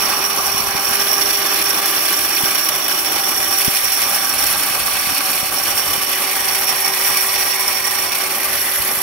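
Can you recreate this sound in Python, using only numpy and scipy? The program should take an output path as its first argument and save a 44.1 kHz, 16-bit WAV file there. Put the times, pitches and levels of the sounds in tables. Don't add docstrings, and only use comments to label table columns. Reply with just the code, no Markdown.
import sys
import numpy as np
from scipy import signal
from scipy.fft import rfft, irfft
from scipy.io import wavfile
from scipy.ndimage import uniform_filter1d, map_coordinates

SR = 44100
rng = np.random.default_rng(int(sys.argv[2]) if len(sys.argv) > 2 else 0)


def inscribe(sig):
    pcm = np.round(np.clip(np.atleast_2d(sig).T, -1, 1) * 32767)
    wavfile.write(sys.argv[1], SR, pcm.astype(np.int16))


N = 397782

# t/s, level/dB
PRESSURE = [(0, -1), (.45, 0.3), (.8, -2), (1.1, 0), (2, 1), (2.8, -.6), (3.5, -0.1), (4.1, .8), (4.5, 0.1),
            (4.9, -1.2), (5.5, 0.5), (6.05, -1), (6.45, 0.5), (7.3, .3), (8.3, -1.4), (8.7, -0.8), (9, 0.5)]
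ROCKS_PER_S = 8
def cup(contact_db, rock_db=.7):
    pressure_db = curves(PRESSURE)[0] + rock_db * walk(ROCKS_PER_S)
    return (hiss(contact_db) * undb(-22.5 + .95 * pressure_db)
            + ring(contact_db) * undb(-.1 + .92 * pressure_db)
            + rasp(contact_db) * undb(-26 + .75 * pressure_db))


# f/Hz, width/Hz, level/dB
CUP_HIGH_MODES = [(8640, 440, -5), (9650, 950, -5.5), (10560, 330, 1), (11050, 900, -1.5), (12000, 850, 0),
                  (12620, 600, -2.5), (13800, 650, -3.5), (14500, 500, -7.5), (15020, 600, -3.5),
                  (15650, 600, -9)]
# f/Hz, level/dB
HISS_BED = [(3000, -55), (5500, -23), (6900, -15), (7700, -17), (13000, -18), (16000, -22.5)]
def hiss(contact_db):
    return scrape(contact_db, CUP_HIGH_MODES, HISS_BED, drift_db=1, flicker_db=1.7)


# f/Hz, width/Hz, level/dB
RING_MODES = [(5470, 270, -1.5), (5599, 210, 6), (5560, 1060, -10.5)]
# t/s, level/dB
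RING_ENVELOPE = [(0, -24), (.5, -25.5), (1.2, -25), (1.7, -28.5), (2.8, -25), (3.3, -27), (4, -27.5),
                 (4.9, -30.5), (5.9, -27), (6.35, -31), (6.9, -26.5), (7.9, -26.5), (8.35, -32), (9, -34.5)]
def ring(contact_db, bounces_per_s=115, flutter_db=2.5, rock_db=1):
    free = np.tanh(2.5 * walk(bounces_per_s))
    force_db = .94 * contact_db + flutter_db * free + rock_db * walk(ROCKS_PER_S)
    force = grit(14000, spread_db=.9) * undb(force_db)
    return radiate(force, resonances(RING_MODES)) * undb(curves(RING_ENVELOPE)[0])


# f/Hz, width/Hz, level/dB
GEAR_CASE_MODES = [(1600, 520, -1), (2020, 440, -3.5), (2450, 650, 0), (3015, 220, -1), (3450, 350, -1),
                   (4480, 920, -1)]
# f/Hz, level/dB
RASP_BED = [(150, -38), (500, -18), (1000, -14), (2000, -14.5), (4000, -11.5), (6000, -11.5), (9000, -33)]
def rasp(contact_db):
    return scrape(.65 * contact_db, GEAR_CASE_MODES, RASP_BED, drift_db=.7, flicker_db=2)


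def scrape(contact_db, modes, bed, drift_db, flicker_db, families=3):
    out = 0
    for k in range(families):
        gain = resonances(modes[k::families], bed)
        force = grit(30000, spread_db=1) * undb(contact_db + drift_db * walk(2.996) + flicker_db * walk(90))
        out = out + radiate(force, gain) * np.sqrt(np.mean(gain ** 2))
    return out / out.mean(axis=0).std()


def grit(grains_per_s, spread_db):
    breaks = rng.random((2, N)) < grains_per_s / SR
    return breaks * rng.standard_normal((2, N)) * undb(spread_db * rng.standard_normal(N))


# t/s, level/dB
SKIPS = [(.788, -7), (1.634, -8), (1.721, -5), (1.811, -8), (2.419, -6), (2.682, -4), (2.876, -5),
         (5.199, -7), (5.504, -10), (6.007, -6), (6.058, -7), (7.259, -4), (7.374, -5), (8.103, -7),
         (8.142, -7), (8.29, -8)]
# t/s, level/dB
CATCHES = [(.955, 4), (1.42, 3.5), (1.693, 3), (2.688, 8.5), (2.881, 4.5), (3.616, 3), (4.438, 7),
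           (5.932, 5), (6.878, 4), (8.152, 4), (8.913, 6)]
def contact(shaft_turns, gear_ratio=32.1, knocks_per_s=60, high_spots=6,
            release_s=.0061, settle_s=.13, skip_s=.0034, catch_s=.0064):
    t = np.arange(N) / SR
    knocks = (rng.random(N) < knocks_per_s / SR) * (1 + rng.random(N))
    spots = np.zeros(N)
    for k in range(high_spots):
        passes = np.floor(shaft_turns / gear_ratio + (k + rng.random()) / high_spots)
        spots += np.diff(passes, prepend=passes[0]) * np.maximum(1 + walk(1.55), 0)
    force = signal.lfilter([1], [1, -np.exp(-1 / (release_s * SR))], [knocks, spots])
    knocks, spots = force - uniform_filter1d(force, int(settle_s * SR))
    force_db = 6 * np.tanh((1.5 * unit(knocks) + .72 * unit(spots)) / 6)
    for s, db in SKIPS:
        near = slice(*np.searchsorted(t, [s - 10 * skip_s, s + 10 * skip_s]))
        force_db[near] += (db - force_db[near]) * np.exp(-.5 * ((t[near] - s) / skip_s) ** 2)
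    for s, db in CATCHES:
        near = slice(*np.searchsorted(t, [s, s + 10 * catch_s]))
        force_db[near] += (db - force_db[near]) * np.exp(-((t[near] - s) / catch_s) ** 2)
    return force_db


# start/s, end/s, f/Hz, width/Hz, level/dB
CHATTER_CUES = [(0, .9, 1090, 170, -33.5), (0, 3.7, 2940, 110, -42), (.6, 2.7, 1620, 200, -38),
                (.9, 1.7, 10600, 220, -35), (.8, 3.5, 12150, 700, -31.5), (1.1, 3.7, 327, 80, -42),
                (1.1, 3.8, 600, 50, -45), (1.1, 3.6, 3420, 300, -39), (4.1, 4.8, 1540, 220, -37.5),
                (4.1, 5.8, 4420, 450, -37.5), (4, 8.4, 8660, 300, -36), (4.2, 5.2, 10350, 351, -37),
                (4.2, 6.4, 288, 35, -46.5), (4.5, 5.5, 2590, 280, -40), (5.6, 6.3, 2972, 249.7, -37),
                (6.05, 8.1, 1890, 150, -35.5), (6.1, 8.4, 2260, 280, -36), (6.1, 8.2, 1020, 200, -38),
                (5.2, 9.1, 550, 110, -44.5), (6.2, 8.2, 825, 80, -40), (8.35, 9, 1950, 330, -32.5),
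                (8.4, 9.1, 11360, 700, -28)]
def chatter(contact_db, fade_s=.25, bites_per_s=800, trim_db=-.3):
    t = np.arange(N) / SR
    force = np.zeros((2, N))
    for start, end, hz, width, db in CHATTER_CUES:
        near = slice(*np.searchsorted(t, [start - fade_s, end + fade_s]))
        swell = np.clip(np.minimum(t[near] - start, end - t[near]) / fade_s + .5, 0, 1)
        bites = rng.random(len(swell)) < bites_per_s / SR
        rub = bites * rng.standard_normal((2, len(swell))) * undb(.8 * contact_db[near])
        b, a = signal.iirpeak(hz, hz / width, fs=SR)
        ringing = signal.lfilter(b, a, signal.lfilter(b, a, rub))
        force[:, near] += unit(ringing) * swell * undb(db)
    return radiate(force, 1) * force.std() * undb(trim_db)


# t/s, shaft f/Hz, then level/dB of harmonics 1, 2 and 3
MOTOR_LOAD = [(0, 392.5, -37.5, -50, -40), (.35, 395.3, -37.5, -37, -40), (.7, 395, -37.5, -36, -40),
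              (1.2, 398, -36, -35, -40), (1.8, 395.6, -37.5, -43, -36), (2.2, 393, -42, -42, -39),
              (2.7, 389, -45, -50, -48), (3.1, 389, -45, -38, -46), (3.6, 389.7, -42, -34, -42),
              (4.1, 387, -48.5, -44, -42), (4.5, 386.3, -56, -51, -39), (5.2, 380.7, -53, -36, -37),
              (5.9, 383, -42.5, -45, -43), (6.6, 385.6, -39, -36, -45), (7.2, 383, -38.5, -41, -43),
              (7.8, 382.6, -41, -40, -36), (8.4, 383, -40, -52, -48), (9, 381, -41, -53, -53)]
# multiple of shaft speed, level/dB, phase wobble/rad
WHINE = [(4, -68, 0.83), (6, -46, 1.15), (15, -37, 0.46), (30, -42, .35)]
def motor(shaft_turns, hum_db, overtones_db, lag_rad=.59):
    angle = 2 * np.pi * shaft_turns
    out = undb(hum_db + 1.3 * walk(14)) * np.sin(angle + np.array([[lag_rad], [0]]))
    for order, db in enumerate(overtones_db, 2):
        out += undb(db - 1 + 2 * walk(30)) * np.sin(order * angle + .52 * walk(30))
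    for order, db, wobble_rad in WHINE:
        order = round(order)
        left_gain = undb(np.interp(order * MOTOR_LOAD[0][1], *np.transpose(BALANCE)))
        phase = order * angle + wobble_rad * walk(45) + lag_rad * np.array([walk(2.62), walk(3)])
        out += np.array([[left_gain], [1]]) * undb(db + 3 * walk(4)) * np.sin(phase)
    return np.sqrt(2) * out


# f/Hz, width/Hz, level/dB
HOUSING_MODES = [(281, 86, -10), (371, 100, -9.5), (597, 170, -5.5), (799, 106, 1.5), (1100, 200, -2.5),
                 (1154, 86, 3.5), (1284, 400, -4)]
# f/Hz, level/dB
AIR_BED = [(20, -36), (60, -15.5), (110, -17), (200, -10), (480, -12.5), (900, -6.5), (1800, -17),
           (4000, -28), (9000, -50)]
def fan(air_db=-28.5, tilt_db=2.5, upright_s=1.2, fade_db_per_s=.21, flutter_db=1.66, surge_db=.7):
    t = np.arange(N) / SR
    level_db = air_db + tilt_db * np.clip(1 - t / upright_s, 0, 1) - fade_db_per_s * t
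    flow = rng.standard_normal((2, N)) * undb(flutter_db * walk(35) + surge_db * walk(4))
    return radiate(flow, resonances(HOUSING_MODES, AIR_BED)) * undb(level_db)


# f/Hz, level/dB
RUMBLE_EQ = [(15, -19), (50, -2.5), (100, 0.5), (200, -11), (400, -15), (1500, -55)]
# t/s, level/dB
RUMBLE_ENVELOPE = [(0, -43), (.6, -40), (1.25, -46), (2.2, -46), (3.2, -51), (4, -43), (5.2, -39), (6, -40),
                   (6.6, -48), (7.4, -44.5), (8.4, -47), (9, -41)]
# t/s, peak level/dB
PUFFS = [(0.55, -20), (0.608, -23), (0.753, -18), (0.915, -23), (2.438, -15), (3.683, -8), (4.71, -25),
         (5.075, -21), (5.127, -21), (5.433, -20.5), (5.983, -22), (8.978, -24)]
def draught(gust_db=5.5, puff_s=.00098):
    t = np.arange(N) / SR
    rumble = irfft(rfft(rng.standard_normal(N)) * undb(over_hz(RUMBLE_EQ)), N)
    left = unit(rumble * undb(gust_db * walk(14))) * undb(curves(RUMBLE_ENVELOPE)[0])
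    for s, db in PUFFS:
        near = slice(*np.searchsorted(t, [s - 10 * puff_s, s + 10 * puff_s]))
        swing = (t[near] - s) / puff_s + 1
        left[near] += undb(db) * swing * np.exp((1 - swing ** 2) / 2)
    return np.array([left, np.zeros(N)])


def echoes(x, echo_db=-12, sway_s=.0001, band_hz=(700, 4500)):
    dull = signal.sosfilt(signal.butter(1, band_hz, "bandpass", fs=SR, output="sos"), x)
    delays_s = [rng.uniform(.003, .022) + sway_s * walk(1.2) for _ in range(3)]
    i = np.arange(N)
    return x + undb(echo_db) * sum(np.interp(i - delay * SR, i, dull) for delay in delays_s)


# f/Hz, left minus right level/dB
BALANCE = [(250, -1), (800, -0.5), (1150, -3), (2200, -1), (3000, -0.5), (3500, -6), (4400, -10.5),
           (5000, -21), (5600, -17), (6200, -9), (7800, -3), (9500, 1.5), (11000, -2), (15000, 0)]
# f/Hz, left-right correlation
CORRELATION = [(60, .6), (300, 0.79), (700, 0.65), (1400, .48), (2800, 0.42), (5000, 0.15), (15000, 0.04)]
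def radiate(force, gain):
    a, b = rfft(force)
    alike = np.clip(over_hz(CORRELATION), -1, 1)
    mid, side = a * np.sqrt(1 + alike), b * np.sqrt(1 - alike)
    out = irfft(gain * np.array([(mid + side) * undb(over_hz(BALANCE)), mid - side]), N)
    return out / np.sqrt(np.mean(out.mean(axis=0) ** 2))


def resonances(modes, bed=None):
    f = np.fft.rfftfreq(N, 1 / SR)
    power = sum(undb(db) ** 2 / (1 + (2 * (f - hz) / width) ** 2) ** 2 for hz, width, db in modes)
    return np.sqrt(power + (0 if bed is None else undb(over_hz(bed)) ** 2))


def walk(rate):
    hold = max(int(SR / rate), 2)
    steps = np.repeat(rng.standard_normal(N // hold + 1), hold)[:N]
    return unit(uniform_filter1d(steps, hold))


def curves(table):
    s, *columns = np.transpose(table)
    return [np.interp(np.arange(N) / SR, s, c) for c in columns]


def over_hz(points):
    hz, value = np.transpose(points)
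    return np.interp(np.log(np.fft.rfftfreq(N, 1 / SR) + 1), np.log(hz), value)


def undb(db):
    return 10 ** (np.asarray(db) / 20)


def unit(x):
    return x / np.sqrt(np.mean(x ** 2))


# t/s, delay of left behind right/s
LEFT_DELAY = [(0, 45e-6), (3.9, 45e-6), (4.7, -15e-6), (5.8, 0), (8.3, 0), (9, 30e-6)]
def scene():
    shaft_hz, hum_db, *overtones_db = curves(MOTOR_LOAD)
    shaft_turns = np.cumsum(shaft_hz) / SR
    contact_db = contact(shaft_turns)
    grinding = np.array([echoes(side) for side in cup(contact_db) + chatter(contact_db)])
    left, right = motor(shaft_turns, hum_db, overtones_db) + fan() + grinding
    lag_s, = curves(LEFT_DELAY)
    left = map_coordinates(left, [np.arange(N) - lag_s * SR], order=5, mode="mirror")
    return np.array([left, right]) + draught()


def record(dry):
    return signal.sosfilt(signal.ellip(12, .1, 80, 15720, fs=SR, output="sos"), dry)


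dry = scene()
out = record(dry)
inscribe(out)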